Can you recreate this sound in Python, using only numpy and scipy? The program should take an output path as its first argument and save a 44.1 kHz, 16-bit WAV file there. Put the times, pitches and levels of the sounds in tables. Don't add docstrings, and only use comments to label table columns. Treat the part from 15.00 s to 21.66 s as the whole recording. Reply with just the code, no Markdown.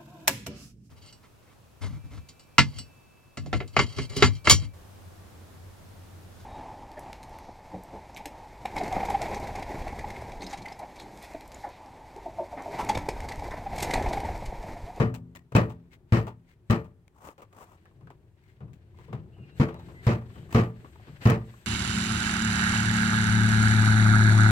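import sys
import numpy as np
from scipy import signal
from scipy.fft import rfft, irfft, next_fast_len
from scipy.io import wavfile

SR = 44100
rng = np.random.default_rng(int(sys.argv[2]) if len(sys.argv) > 2 else 0)


def inscribe(sig):
    pcm = np.round(np.clip(np.atleast_2d(sig).T, -1, 1) * 32767)
    wavfile.write(sys.argv[1], SR, pcm.astype(np.int16))


N = 293706
HIT_N = 44100
TIME = np.arange(N) / SR
AGE = np.arange(HIT_N) / SR

# start in seconds, relative boom level in dB, relative clang and ring level in dB,
# treble tilt in dB, buzz length in seconds, boom ring time as a ratio, boom pitch as a ratio,
# lean to the left in dB before scaling, relative drone level in dB, rebound knock in dB, rebound tick in dB.
BLOWS = [(-.005, -3.5, 1.5, -8, 0.029, 1.45, 0.99, 2.5, 2.5, -46.5, -49.5),
         (0.5503, 0.5, 4, -5, 0.038, 1.1, .95, 1, -3, -46, -58.5),
         (1.1226, 2.5, -2, 1, 0.052, 0.99, 0.94, 2, -8, -37, -56),
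         (1.6991, 0, -0.5, -3, 0.036, 0.66, 0.96, 2.5, -17, -56.5, -72),
         (4.5981, 2.5, 0, -4.5, 0.026, 0.42, 1.17, 1, -4, -45.5, -72),
         (5.0675, 1, -1.5, -0.5, 0.048, 1.09, .99, -0.5, -14, -51, -74),
         (5.547, 2, 1.5, -2, .051, 1.09, 0.97, -0.3, -8.5, -63, -77),
         (6.255, 3, 1, -3.5, .065, 1.22, 0.97, -0.5, -10.5, -60, -78)]
# pitch in Hz and ring time (t60) in seconds, both before
# the blow's ratios, with the relative level in dB between them.
BOOM_MODES = [(68.5, -29.5, 0.35), (109, -20, 0.33), (122.4, -15.5, 0.36), (223, -27.5, 0.41),
              (237.5, -24, 0.074)]
# frequency in Hz, relative density in dB per Hz.
KNOCK_COLOUR = [(150, 3.5), (400, 5), (800, 0), (1200, 2), (1600, -9.5), (2400, -11), (4000, -23),
                (8000, -39)]
# frequency in Hz, relative density in dB per Hz.
TICK_COLOUR = [(800, -1.5), (2500, 9), (5000, -3), (8000, 0), (10000, -12), (12500, -9), (15500, -1.5)]
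# frequency in Hz, relative density in dB per Hz.
RUB_COLOUR = [(200, 4), (450, -3.5), (700, -3.5), (1200, -7), (1600, 0), (2000, -2), (3000, -6.5),
              (4500, -11.5), (8000, -32)]
# time in seconds, base level in dB.
EFFORT = [(0, -84), (2.1, -88), (2.8, -72.5), (3.25, -80), (4.2, -75.5), (4.7, -66.5), (5.5, -64.5),
          (5.8, -68), (6.15, -60), (6.66, -62.5)]


def undb(db):
    return 10 ** (np.asarray(db) / 20)


def on_log(table, hz):
    f, v = np.transpose(table)
    return np.interp(np.log(np.maximum(hz, 1)), np.log(f), v)


def fade(age, t60):
    return np.exp(-np.log(1000) * np.maximum(age, 0) / np.maximum(t60, .005))


def swell(s, half_s):
    return np.exp(-((TIME - s) / half_s) ** 2)


def walk(rate, size):
    steps = np.arange(size) / SR * rate
    return np.interp(steps, np.arange(4096), rng.standard_normal(4096))


def pan(db):
    return undb(np.array([[db], [-db]]) / 2)


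def noise(spectrum, size, peak_hz=1000, peak_gain=0, peak_q=11):
    # frequency in Hz, share of the power that differs (0 to 1).
    diffuse = [(100, 0.07), (250, 0.03), (500, 0.16), (1000, 0.3), (3000, 0.91), (10000, 0.94)]
    hz = np.arange(size // 2 + 1) * SR / size
    shared, left, right = rfft(rng.standard_normal((3, size)))
    own = np.clip(on_log(diffuse, hz), 0, 1)
    both = np.sqrt(1 - own) * shared + np.sqrt(own) * np.array([left, right])
    top = 1 / (1 + (hz / spectrum[-1][0] / 1.3) ** 4)
    bottom = hz ** 2 / (hz ** 2 + (spectrum[0][0] / 2) ** 2)
    resonance = peak_gain / (1 + (2 * peak_q * (hz / peak_hz - 1)) ** 2)
    x = irfft(both * top * bottom * (undb(on_log(spectrum, hz)) + resonance), size)
    return x / x.std()


def add(out, s, x):
    start = int(round(s * SR))
    lo, hi = max(start, 0), min(start + x.shape[-1], N)
    out[:, lo:hi] += x[..., lo - start:hi - start]


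def hammer(clang_level_db=-25, ring_level_db=-1, boom_level_db=0, boom_pan=0.76, clang_pan=0.96):
    out = np.zeros((2, N))
    for s, boom_db, clang_db, treble_db, buzz_s, ring, pitch, pan_db, drone_db, rebound_db, tick_db in BLOWS:
        low = undb(boom_db + boom_level_db) * boom(ring, pitch) + undb(drone_db) * drone()
        metal = undb(clang_level_db) * clang(buzz_s, treble_db) * chatter(pitch)
        metal = metal + undb(ring_level_db) * sheet_ring(buzz_s)
        add(out, s, low * pan(boom_pan * pan_db))
        add(out, s, undb(clang_db) * metal * pan(clang_pan * pan_db))
        rebound(out, s, rebound_db, tick_db)
    return out


def boom(ring, pitch, contact_s=0.0021, stretch=0.015, relax_s=0.028, yield_s=0.00223):
    age = np.maximum(AGE - yield_s, 0)
    clock = age + stretch * relax_s * (1 - np.exp(-age / relax_s))
    modes = 0
    for hz, db, t60 in BOOM_MODES:
        modes = modes + undb(db) * np.cos(2 * np.pi * hz * pitch * clock) * fade(age, t60 * ring)
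    return modes * (1 - np.exp(-AGE / contact_s))


def clang(buzz_s, treble_db, spread_s=0.0034, rough_db=2.0, tail_db=-33, tail_t60=1.0, crack_db=3, crack_s=0.014):
    # frequency in Hz, relative density in dB per Hz.
    clang_colour = [(50, -9.5), (100, 7.5), (190, 3), (290, 1.5), (470, 0.5), (800, -6), (1250, -4),
                    (1500, -10), (2400, -12.5), (3500, -25.5), (4100, -24), (8000, -35), (10000, -45.5),
                    (15500, -41)]
    # centre in Hz, ring time (t60) in seconds.
    damping = [(60, 0.58), (250, 0.25), (1000, 0.22), (2500, 0.2), (6000, 0.17), (15000, 0.35)]
    spectrum = rfft(noise(clang_colour, HIT_N))
    hz = np.arange(spectrum.shape[1]) * SR / HIT_N
    out = 0
    for k, (centre, t60) in enumerate(damping):
        weight = on_log([(f, j == k) for j, (f, _) in enumerate(damping)], hz)
        high = centre / (centre + 2500)
        attack = 1 - (1 - high) * np.exp(-AGE / spread_s) + high * undb(crack_db) * np.exp(-AGE / crack_s)
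        decay = fade(AGE - buzz_s, t60) + (1 - high) * undb(tail_db) * fade(AGE, tail_t60)
        out = out + irfft(spectrum * weight, HIT_N) * attack * decay * undb(high * treble_db)
    return out * undb(rough_db * walk(350, HIT_N))


def chatter(pitch, depth_db=2.0, t60=0.87):
    slaps = np.cos(2 * np.pi * (2 * BOOM_MODES[1][0] * pitch * AGE + rng.random()))
    return undb(depth_db * slaps * fade(AGE, t60))


def sheet_ring(buzz_s, spread_s=0.0076, scatter_db=1.0, fed=0.85, port_turns=0.12):
    # nominal pitch in Hz, mean relative level in dB,
    # ring time (t60) in seconds before the damping limit.
    ring_modes = [(145.7, -31, 0.23), (173.4, -29, 0.47), (196.5, -25.5, 0.21), (223.7, -26, 0.17),
                  (232.5, -26.5, 0.2), (333.9, -33, 0.28), (347, -32.5, 0.27), (441, -31.5, 0.47),
                  (448.6, -32.5, 0.28), (483.7, -31.5, 0.067), (569, -38, 0.22), (587, -38.5, 0.4),
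                  (618, -47, 0.38), (660, -48, 0.14), (730, -40, 0.26), (825.5, -43, 0.12),
                  (885, -49, 0.12), (988, -49, 0.22), (1113, -38.5, 0.18), (1187, -38.5, 0.36),
                  (1277, -47, 0.17), (1666, -46, 0.12), (1820, -40.5, 0.27), (1900, -44.5, 0.5),
                  (2460, -49, .2), (2570, -46.5, 0.15), (2950, -53, .22), (3076, -49.5, 0.38),
                  (3210, -60, 0.12)]
    out = 0
    for hz, db, t60 in ring_modes:
        size, detune, skew = rng.standard_normal(3)
        phase = rng.random() + port_turns * skew * min(hz / 1000, 1) * np.array([[1], [-1]])
        wave = np.sin(2 * np.pi * (hz * (1 + 0.0045 * detune) * AGE + phase))
        longest = .45 / (1 + hz / 2200)
        out = out + wave * undb(db + scatter_db * size) * fade(AGE - fed * buzz_s, min(t60, longest))
    return out * (1 - np.exp(-AGE / spread_s))


def drone(rise_s=0.018):
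    # pitch in Hz, relative level in dB, ring time (t60) in seconds.
    shell_modes = [(170.2, -34.5, 0.98), (253, -34.5, 0.78)]
    modes = sum(undb(db) * np.sin(2 * np.pi * hz * AGE) * fade(AGE, t60) for hz, db, t60 in shell_modes)
    return modes * (1 - np.exp(-AGE / rise_s))


def rebound(out, s, knock_db, tick_db, fall_s=.146, bounce_s=.008, bounce_db=-1.5, frame_hz=880, t60=0.14):
    for after_s, drop_db in ((0, 0), (bounce_s, bounce_db)):
        add(out, s + fall_s + after_s, undb(drop_db) * contact(knock_db, tick_db, frame_hz, t60))


def contact(knock_db, tick_db, hz, t60, tick_ratio=.75, rough_db=3, resonance_db=9, pan_db=1.5, tick_pan_db=6):
    size = HIT_N // 3
    part = undb(knock_db) * noise(KNOCK_COLOUR, size, hz, undb(resonance_db))
    part = part * fade(AGE[:size], t60) * pan(pan_db)
    tick = undb(tick_db) * noise(TICK_COLOUR, size) * fade(AGE[:size], t60 * tick_ratio) * pan(tick_pan_db)
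    return (part + tick) * undb(rough_db * walk(400, size))


def knocks(snap_t60=0.058):
    # start
    # in seconds, knock level in dB, tick level in dB, resonance in Hz, # ring time (t60) in seconds.
    tool_knocks = [(.351, -49, -51, 1907, 0.16), (.521, -42, -61, 430, 0.092),
                   (2.08, -58.5, -63.5, 2270, .022), (2.288, -41, -76, 1110, .055),
                   (2.38, -48.5, -64, 540, 0.24), (2.418, -47, -57.5, 1170, 0.11),
                   (2.527, -54, -65, 1150, .09), (2.856, -53.5, -86, 1700, 0.095),
                   (3.072, -51, -79, 1540, 0.095), (3.103, -49, -69, 1000, 0.12),
                   (3.604, -61, -81, 680, 0.11), (3.733, -70, -63, 430, 0.14), (3.988, -53, -74, 985, 0.21),
                   (4.128, -38, -62, 440, 0.18), (4.686, -36.5, -64, 436, 0.17),
                   (4.79, -50, -63, 880, 0.18), (4.885, -47, -78, 441, 0.21), (5.357, -48.5, -67, 440, .14),
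                   (5.507, -51, -60, 1810, 0.24), (5.526, -40, -49.5, 910, 0.44),
                   (5.846, -46, -80, 1140, .085), (5.957, -47.5, -69, 880, 0.048)]
    # start in seconds, knock level in dB, tick level in dB, resonance in Hz.
    dent_snaps = [(.557, -26, -41, 487), (.563, -22.5, -31, 2550), (1.708, -41, -35, 3930),
                  (6.273, -46, -37, 1200), (6.3, -28, -34, 2180)]
    out = np.zeros((2, N))
    for s, knock_db, tick_db, hz, t60 in tool_knocks:
        add(out, s, contact(knock_db, tick_db, hz, t60))
    for s, knock_db, tick_db, hz in dent_snaps:
        add(out, s, contact(knock_db, tick_db, hz, snap_t60))
    return out


def bumps(t60=0.42, rise_s=0.018, pan_db=3, frame_db=-18, frame_hz=436, frame_t60=0.22, resonance_db=10):
    # start in seconds, level in dB.
    pushes = [(0.519, -38), (3.01, -42.5), (3.606, -33.5), (3.68, -43.5), (4.083, -34.5), (4.129, -32),
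              (4.383, -40.5), (5.36, -36.5), (6.069, -38)]
    # frequency in Hz, relative density in dB per Hz.
    thud_colour = [(25, -28.5), (70, -15), (130, 0.5), (200, -13), (400, -28), (1000, -43)]
    out, size = np.zeros((2, N)), HIT_N // 3
    age = AGE[:size]
    for s, db in pushes:
        thud = noise(thud_colour, size) * fade(age, t60) * (1 - np.exp(-age / rise_s))
        frame = undb(frame_db) * noise(KNOCK_COLOUR, size, frame_hz, undb(resonance_db)) * fade(age, frame_t60)
        add(out, s, undb(db) * (thud + frame) * pan(pan_db))
    return out


def scrapes(grain_db=3, edge_db=-6, pan_db=4, ring_hz=2100, ring_db=3):
    # loudest moment in seconds, level in dB, half length in seconds.
    drags = [(0.938, -58.5, .02), (1.507, -66, 0.034), (3.485, -70, 0.058), (4.034, -65.5, 0.07)]
    level = sum(undb(db) * swell(s, half_s) for s, db, half_s in drags)
    grind = noise(RUB_COLOUR, N, ring_hz, undb(ring_db)) + undb(edge_db) * noise(TICK_COLOUR, N)
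    return level * undb(grain_db * walk(300, N)) * grind * pan(pan_db)


def squeaks(flutter_db=3):
    # middle in seconds, half length in seconds, centre pitch in Hz, level in dB,
    # depth of the pitch wobble as a share.
    slides = [(4.348, 0.025, 2690, -65.5, 0.066), (4.425, 0.033, 2790, -61.5, .015),
              (4.45, 0.052, 2490, -66, .03), (4.53, 0.047, 2770, -66.5, .025), (4.55, .04, 4030, -71, .008),
              (4.78, .07, 3910, -70, .005), (4.99, .035, 2020, -52, 0.0062),
              (5.373, 0.052, 3100, -64, 0.069)]
    out = 0
    for s, half_s, hz, db, wobble in slides:
        waver = 1 + wobble * (.5 * walk(40, N) + walk(600, N))
        phase = 2 * np.pi * np.cumsum(hz * waver) / SR
        out = out + undb(db) * swell(s, half_s) * np.sin(phase)
    return out * undb(flutter_db * walk(70, N))


def catches(count=80, over_db=8, scatter_db=5, t60=0.055, resonance_db=12):
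    out, size = np.zeros((2, N)), HIT_N // 6
    for when, pitch, strength in rng.random((count, 3)):
        s = when * N / SR
        db = np.interp(s, *np.transpose(EFFORT)) + over_db + scatter_db * (2 * strength - 1)
        tick = noise(KNOCK_COLOUR, size, 700 * 2 ** pitch, undb(resonance_db)) * fade(AGE[:size], t60)
        add(out, s, undb(db) * tick)
    return out


def arm(swing_lead_s=0.0097, swing_s=0.024, swing_db=12.5, rest_at_s=0.13, rest_s=.06, rest_db=-6,
        draw_at_s=.31, draw_s=0.094, draw_db=-10):
    effort = undb(np.interp(TIME, *np.transpose(EFFORT)))
    times = [blow[0] for blow in BLOWS]
    rest = sum(swell(s + rest_at_s, rest_s) for s in times)
    swing = sum(swell(s - swing_lead_s, swing_s) for s in times)
    draw = sum(swell(s + draw_at_s, draw_s) for s in times)
    return effort * undb(rest_db * rest), effort * undb(swing_db) * swing, effort * undb(draw_db) * draw


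def handling(catch_db=3.5, grain_db=0.1, steady_hiss_db=-13, swing_hiss_db=-10, draw_hiss_db=-2, sway_db=2.0, pan_db=3):
    # frequency in Hz, relative density in dB per Hz.
    hiss_colour = [(2000, -7), (5000, -10), (8200, 2), (10000, -17), (13000, -2.5), (15500, -12.5)]
    # time in seconds, level in dB before the random sway.
    rumble_level = [(0, -50.5), (.5, -60.5), (1, -61), (2.3, -65.5), (3.1, -55.5), (3.5, -59.5),
                    (4.55, -48), (5.7, -47.5), (6, -56), (6.66, -56.5)]
    # frequency in Hz, relative density in dB per Hz.
    rumble_colour = [(25, -16.5), (70, 1), (115, 2), (170, -6), (260, -20.5), (350, -8), (500, -22),
                     (1000, -31.5)]
    steady, swing, draw = arm()
    texture = undb(catch_db * walk(60, N) + grain_db * walk(500, N))
    rub = (steady + swing + draw) * texture * noise(RUB_COLOUR, N)
    hiss_gain = undb(steady_hiss_db) * steady + undb(swing_hiss_db) * swing + undb(draw_hiss_db) * draw
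    hiss = hiss_gain * noise(hiss_colour, N)
    sway = sway_db * walk(12, N)
    rumble = undb(np.interp(TIME, *np.transpose(rumble_level)) + sway) * noise(rumble_colour, N)
    return (rub + hiss + rumble) * pan(pan_db)


def scuffs(grit_db=3.0, pan_db=3):
    # loudest moment in seconds, level in dB, rise in seconds, fall in seconds.
    steps = [(2.19, -63.5, 0.046, 0.055), (2.276, -47, 0.042, 0.042), (2.621, -49, 0.061, 0.026),
             (2.719, -58.5, 0.059, 0.046)]
    # frequency in Hz, relative density in dB per Hz.
    grit_colour = [(100, 2), (400, -2), (1150, 3), (1600, -10.5), (2700, -15.5), (4000, -24.5),
                   (8000, -18.5), (10000, -27), (15000, -22.5)]
    level = 0
    for s, db, rise, fall in steps:
        level = level + undb(db) * np.exp(-((TIME - s) / np.where(TIME < s, rise, fall)) ** 2)
    return level * noise(grit_colour, N) * undb(grit_db * walk(300, N)) * pan(pan_db)


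def air(level_db=-64.5):
    # frequency in Hz, relative density in dB per Hz.
    air_colour = [(15, -18), (25, 3), (108, -3.5), (223, -15), (354, -15), (476, -26), (962, -23.5),
                  (1040, -28.5), (1890, -31.5), (4870, -41.5), (16000, -43.5)]
    return undb(level_db) * noise(air_colour, N)


def at_ports(door):
    # frequency in Hz, phase in radians.
    port_phase = [(50, .03), (250, 0.24), (750, 0.49), (1750, 3.6), (2240, 3.2), (3530, 9.3), (8000, 9.9),
                  (16000, 19)]
    # frequency in Hz, left minus right in dB.
    port_shade = [(100, 0.2), (400, 1), (1500, 3), (4000, -1), (8000, 4), (16000, 6)]
    size = next_fast_len(N + HIT_N)
    hz = np.arange(size // 2 + 1) * SR / size
    lag = np.interp(hz, *np.transpose(port_phase))
    tilt = undb(on_log(port_shade, hz) / 2)
    ports = np.array([tilt, np.exp(-1j * lag) / tilt])
    return irfft(rfft(door, size) * ports, size)[:, :N]


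def scene():
    door = hammer() + knocks() + bumps() + scrapes() + squeaks() + catches() + handling() + scuffs()
    return at_ports(door) + air()


def record(dry, drive=0.65, bass_hz=42, top_hz=15950):
    thin = signal.sosfilt(signal.butter(2, bass_hz, "high", fs=SR, output="sos"), dry)
    rounded = np.tanh(drive * thin) / drive
    return signal.sosfilt(signal.ellip(8, .2, 70, top_hz, fs=SR, output="sos"), rounded)


dry = scene()
out = record(dry)
inscribe(out)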